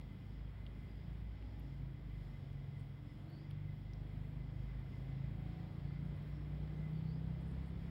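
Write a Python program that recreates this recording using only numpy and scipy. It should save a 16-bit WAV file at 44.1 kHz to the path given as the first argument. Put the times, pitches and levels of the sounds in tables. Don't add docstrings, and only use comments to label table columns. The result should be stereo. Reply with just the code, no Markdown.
import sys
import numpy as np
from scipy import signal
from scipy.fft import rfft, irfft
from scipy.io import wavfile
from scipy.ndimage import uniform_filter1d, map_coordinates

SR = 44100
rng = np.random.default_rng(int(sys.argv[2]) if len(sys.argv) > 2 else 0)


def dump(signal):
    limited = np.clip(np.atleast_2d(signal).T, -1, 1)
    pcm = np.round(limited * 32767).astype(np.int16)
    wavfile.write(sys.argv[1], SR, pcm)


N = 348390
TIME = np.arange(N) / SR
FREQ = np.maximum(np.arange(N // 2 + 1) * SR / N, 1)


def engine(near_db, pipe_hz=145, pipe_width_hz=60, jitter_rad=.015, scatter_rad=.2, lag_s=7e-5):
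    # t/s, f/Hz
    speed = [(0, 26.3), (.3, 26.65), (.75, 26.45), (1.02, 28.2), (1.42, 28.25), (2, 26.7), (2.3, 23.6),
             (2.6, 23.1), (3.05, 23.2), (3.4, 24.3), (4.05, 25.25), (4.95, 26.45), (5.25, 27.35),
             (5.55, 27.8), (6.2, 29.35), (6.8, 30.6), (7.03, 31.75), (7.25, 32), (7.45, 32.8), (7.9, 33.7)]
    # t/s, level/dB
    thump = [(0, -64), (.4, -48.5), (1, -53.5), (1.25, -48), (2.3, -53), (2.7, -63), (3.5, -63), (3.9, -52),
             (4.5, -47.5), (4.95, -50.5), (5.4, -49), (5.72, -54), (6.65, -46), (6.95, -55), (7.55, -45.5),
             (7.9, -50.5)]
    # t/s, level/dB
    drone = [(0, -55.5), (.9, -58), (1.15, -55.5), (1.45, -74), (1.7, -49), (1.9, -49), (2.1, -58.5),
             (2.9, -57.5), (3.25, -62.5), (3.85, -56.5), (4.5, -50.5), (4.98, -51), (5.17, -42),
             (5.4, -50.5), (5.72, -51), (5.9, -47), (6.4, -47.5), (6.92, -43.5), (7.25, -46), (7.45, -50),
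             (7.9, -51)]
    # f/Hz, base level/dB
    silencer = [(85, -56), (112, -52.5), (119, -66.5), (126, -53.5), (136, -51), (158, -54.5), (178, -60),
                (205, -67)]
    # t/s, gain/dB
    bark = [(0, -7.5), (.9, -10), (1.1, 0.5), (1.47, -16.5), (1.75, -7.5), (2.05, -4.5), (2.45, 2),
            (3.15, -8.5), (3.5, 4), (4, -1), (4.5, 1), (4.72, -7.5), (4.95, -9), (5.25, 4.5), (5.6, 5.5),
            (6, 1.5), (6.5, 3), (7.3, 4), (7.9, 5)]
    # f/Hz, base level/dB
    exhaust = [(25, -78.5), (34, -66), (70, -61), (74, -60), (78, -56.5), (86, -55.5), (92, -61.5),
               (100, -61), (165, -61), (190, -64.5), (225, -70), (255, -67.5), (310, -74), (400, -78.5),
               (700, -78)]
    firing_hz = over_time(speed)
    cycle_rad = 2 * np.pi * np.cumsum(firing_hz) / SR + jitter_rad * walk(20)
    out = 0
    for order in range(1, 15):
        hz = order * firing_hz
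        phase = order * cycle_rad - np.arctan(pipe_hz / pipe_width_hz * (hz / pipe_hz - pipe_hz / hz))
        if order == 2:
            db = over_time(thump)
        elif order == 5:
            db = over_time(drone)
        elif order in (4, 6):
            pulse_db = -3.5 if order == 4 else 1.26
            db = pulse_db + over_freq(silencer, hz) + over_time(bark) + 1.8 * walk(6)
        else:
            waver_db = 3.5 * min(order / 8, 1) ** 2 * walk(5)
            db = over_freq(exhaust, hz) - 4.5 + near_db + waver_db
        if order > 7:
            phase = phase + 2 * np.pi * rng.random() + scatter_rad * order * walk(5)
        out += np.sqrt(2) * undb(db) * np.cos(phase)
    out *= 1 + .14 * walk(30)
    return np.array([out, np.interp(TIME - lag_s, TIME, out)])


def traffic(near_db):
    # f/Hz, relative density/dB
    spectrum = [(20, -32), (36, -18.5), (48, 4.5), (70, 0), (110, 0.5), (170, -1.5), (250, -5.5),
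                (400, -13), (550, -15), (750, -17), (1200, -22.5), (2400, -26), (4000, -35), (9000, -59.5)]
    return level(diffuse(spectrum, flicker_db=1.5), -55.5) * undb(near_db)


def ticks(t60_s=.02, crumble_db=-21, lag_s=7e-5):
    # t/s, ring peak/dB, ring f/Hz, ring width/Hz, crack re ring/dB
    clicks = [(.013, -52, 3200, 2800, -14), (.6653, -47.5, 3200, 1400, -27), (1.4255, -54, 2100, 1500, -22),
              (1.5975, -55, 12500, 4000, -14), (2.5301, -57, 5400, 4000, -13),
              (3.301, -64, 12800, 4500, -8), (3.5066, -58, 9600, 1600, -8), (3.5112, -48, 3100, 2700, -7),
              (3.9351, -45.5, 5350, 1600, -17), (4.795, -64, 8500, 4500, -10),
              (6.165, -66, 10500, 2500, -12)]
    out = np.zeros(N)
    for start_s, db, hz, width_hz, crack_db in clicks:
        decay = (TIME >= start_s) * np.exp(-np.log(1000) * np.maximum(TIME - start_s, 0) / t60_s)
        kick = undb(crumble_db) * rng.standard_normal(N) * decay
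        kick[int(start_s * SR)] += 1
        ring = resonate(kick, hz, width_hz, stages=2)
        crack = resonate(kick, hz=4500, width_hz=11000)
        out += undb(db) * (ring / abs(ring).max() + undb(crack_db) * crack / abs(crack).max())
    right = map_coordinates(out, [(TIME - lag_s) * SR])
    return np.array([out, right])


def hum():
    # f/Hz, level/dB
    tones = [(50, -60.5), (100, -56), (200, -69.5), (3000, -90.5), (3300, -87)]
    out = np.zeros(N)
    for hz, db in tones:
        peak = np.sqrt(2) * undb(db + .76 * walk(3))
        out += peak * np.sin(2 * np.pi * (hz * TIME + rng.random()))
    return out


def horn(left_db=6.5):
    # t/s, length/s, start f/Hz, end f/Hz, base level/dB
    blast = [(5.3, 0.45, 746, 738, -64)]
    tone = far_tones(blast, warble=.0053, warble_hz=40, t60_s=.39, echo_db=-10)
    return tone * undb(left_db * np.array([[.5], [-.5]]))


def hoots():
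    # t/s, length/s, start f/Hz, end f/Hz, direct peak/dB
    notes = [(1.25, 0.5, 836, 827, -74.5), (1.5, 0.38, 272.3, 292.6, -63.5), (1.8, 0.44, 299.8, 286.6, -64),
             (2.92, 0.32, 287, 305.5, -62.5), (3.15, 0.39, 316.3, 323.6, -60.5),
             (3.17, 0.19, 692, 707, -67), (5.35, 0.71, 307.3, 318, -62), (6.1, 0.46, 289.5, 296.6, -62),
             (7.08, 0.25, 255.8, 257.7, -59.5)]
    return far_tones(notes, warble=.00792, warble_hz=27, t60_s=.27, echo_db=-10)


def bird():
    # t/s, length/s, start f/Hz, end f/Hz, direct peak/dB
    notes = [(.82, 0.24, 4650, 5100, -84), (3.03, .1, 5230, 5150, -82.5), (3.25, 0.2, 4100, 5150, -76.8),
             (5.81, 0.18, 4250, 5050, -84.5), (6.29, 0.14, 5450, 5250, -77),
             (6.72, .087, 6360, 6100, -81.5), (6.92, 0.07, 4600, 4480, -80), (7.02, .18, 4250, 5200, -77.3)]
    return far_tones(notes, warble=.028, warble_hz=360, t60_s=.33, echo_db=5)


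def rustle():
    # t/s, Gaussian sigma/s, level/dB
    strokes = [(2.82, 0.055, -88), (7.42, .014, -87), (7.505, .035, -82.5), (7.67, .028, -85.5)]
    grains = rng.standard_normal(N) * undb(2.3 * np.minimum(rng.exponential(size=N), 4))
    crackle = level(resonate(grains, hz=9000, width_hz=7000, stages=2), 0)
    envelope = sum(undb(db) * bump(at_s, sigma_s) for at_s, sigma_s, db in strokes)
    return crackle * envelope * undb(3.3 * walk(150))


def hiss(near_db):
    # f/Hz, relative density/dB
    spectrum = [(300, -26), (1000, -1), (1700, -7), (2300, -1), (3300, 3), (4100, -12.5), (5000, -3.5),
                (5800, 0), (7000, -13.5), (8500, -22.5), (10500, -20.5), (12000, -3), (13600, -15),
                (15000, -14)]
    # t/s, gain/dB
    flares = [(.6, 2.5), (.85, 5.5), (1.1, -0.5), (2.75, 4.5), (3.05, 1.5), (3.68, 4.5), (4.92, 6.5),
              (5.22, 3.5), (6.2, 5), (6.83, 6)]
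    flare_db = sum(db * bump(at_s, sigma_s=.04) for at_s, db in flares)
    ring = resonate(rng.standard_normal(N), hz=2041, width_hz=80, stages=2)
    ring *= undb(1.9 * walk(36) + flare_db)
    air = level(diffuse(spectrum, flicker_db=1.7), -72) * undb(.32 * near_db)
    return air + ports(level(ring, -77) * undb(.45 * near_db))


def far_tones(notes, warble, warble_hz, t60_s, echo_db):
    direct = np.zeros(N)
    wobble = 1 + warble * walk(warble_hz)
    for start_s, length_s, start_hz, end_hz, db in notes:
        progress = np.clip((TIME - start_s) / length_s, 0, 1)
        hz = (start_hz + (end_hz - start_hz) * progress) * wobble
        direct += undb(db) * np.sin(np.pi * progress) * np.sin(2 * np.pi * np.cumsum(hz) / SR)
    tail = rng.standard_normal(SR // 2) * np.exp(-np.log(1000) * TIME[:SR // 2] / t60_s)
    echo = signal.fftconvolve(direct, tail / np.linalg.norm(tail))[:N]
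    return direct + undb(echo_db) * echo


def diffuse(spectrum, flicker_db):
    # f/Hz, shared power fraction
    likeness = [(60, 1), (150, 0.99), (280, 0.88), (600, 0.46), (1500, 0.3), (2100, 0.95), (3000, 0.8),
                (4200, 0.89), (5900, 1), (7500, 1), (12400, 1), (15000, 0.82)]
    # f/Hz, left minus right/dB
    balance = [(250, 0), (700, 3.5), (1300, 1.5), (2000, -1), (4000, -0.5)]
    octave = np.log2(FREQ / 20)
    white = rfft(rng.standard_normal(N))
    bands = (irfft(white * np.maximum(1 - abs(octave - k), 0), N) for k in range(11))
    flickering = sum(band * undb(flicker_db * walk(9)) for band in bands)
    shared = rfft(ports(flickering))
    separate = rfft(rng.standard_normal((2, N)))
    share = np.clip(over_freq(likeness, FREQ), 0, 1)
    both = np.sqrt(share) * shared + np.sqrt(1 - share) * separate
    lean_db = over_freq(balance, FREQ) * np.array([[.5], [-.5]])
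    return irfft(both * undb(over_freq(spectrum, FREQ) + lean_db), N)


def ports(x):
    # f/Hz, left lead/rad
    lead = [(500, -0.2), (1000, 1.2), (1900, 0.1), (2700, 2.2), (4100, 0.7), (5000, 1.7), (5900, 3.1),
            (7000, 4.2), (8300, 6.2), (10200, 6.7), (11000, 8.3), (12400, 9.4), (13600, 9.7), (15100, 12.4)]
    turn = np.exp(.5j * over_freq(lead, FREQ) * (FREQ > 500))
    return irfft(rfft(x) * np.array([turn, turn.conj()]), N)


def resonate(x, hz, width_hz, stages=1):
    return irfft(rfft(x) / (1 + 1j * hz / width_hz * (FREQ / hz - hz / FREQ)) ** stages, N)


def walk(rate_hz):
    hold = max(int(SR / rate_hz), 1)
    steps = np.repeat(rng.standard_normal(N // hold + 1), hold)
    return 1.3 * uniform_filter1d(uniform_filter1d(steps, hold), hold)[:N]


def bump(at_s, sigma_s):
    return np.exp(-.5 * ((TIME - at_s) / sigma_s) ** 2)


def over_time(points):
    return np.interp(TIME, *np.transpose(points))


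def over_freq(points, hz):
    point_hz, value = np.transpose(points)
    return np.interp(np.log(hz), np.log(point_hz), value)


def level(x, db):
    return x * undb(db) / np.sqrt(np.mean(x ** 2))


def undb(db):
    return 10 ** (np.asarray(db) / 20)


def scene():
    near_db = np.interp(TIME, [3.85, 5.47], [-.97, 2.5])
    road = traffic(near_db)
    calls = bird() + hoots()
    far_horn = horn()
    return engine(near_db) + road + hiss(near_db) + ticks() + far_horn + ports(hum() + rustle() + calls)


def record(dry, top_hz=15750):
    return signal.sosfilt(signal.ellip(10, .1, 70, top_hz, fs=SR, output="sos"), dry)


dry = scene()
out = record(dry)
dump(out)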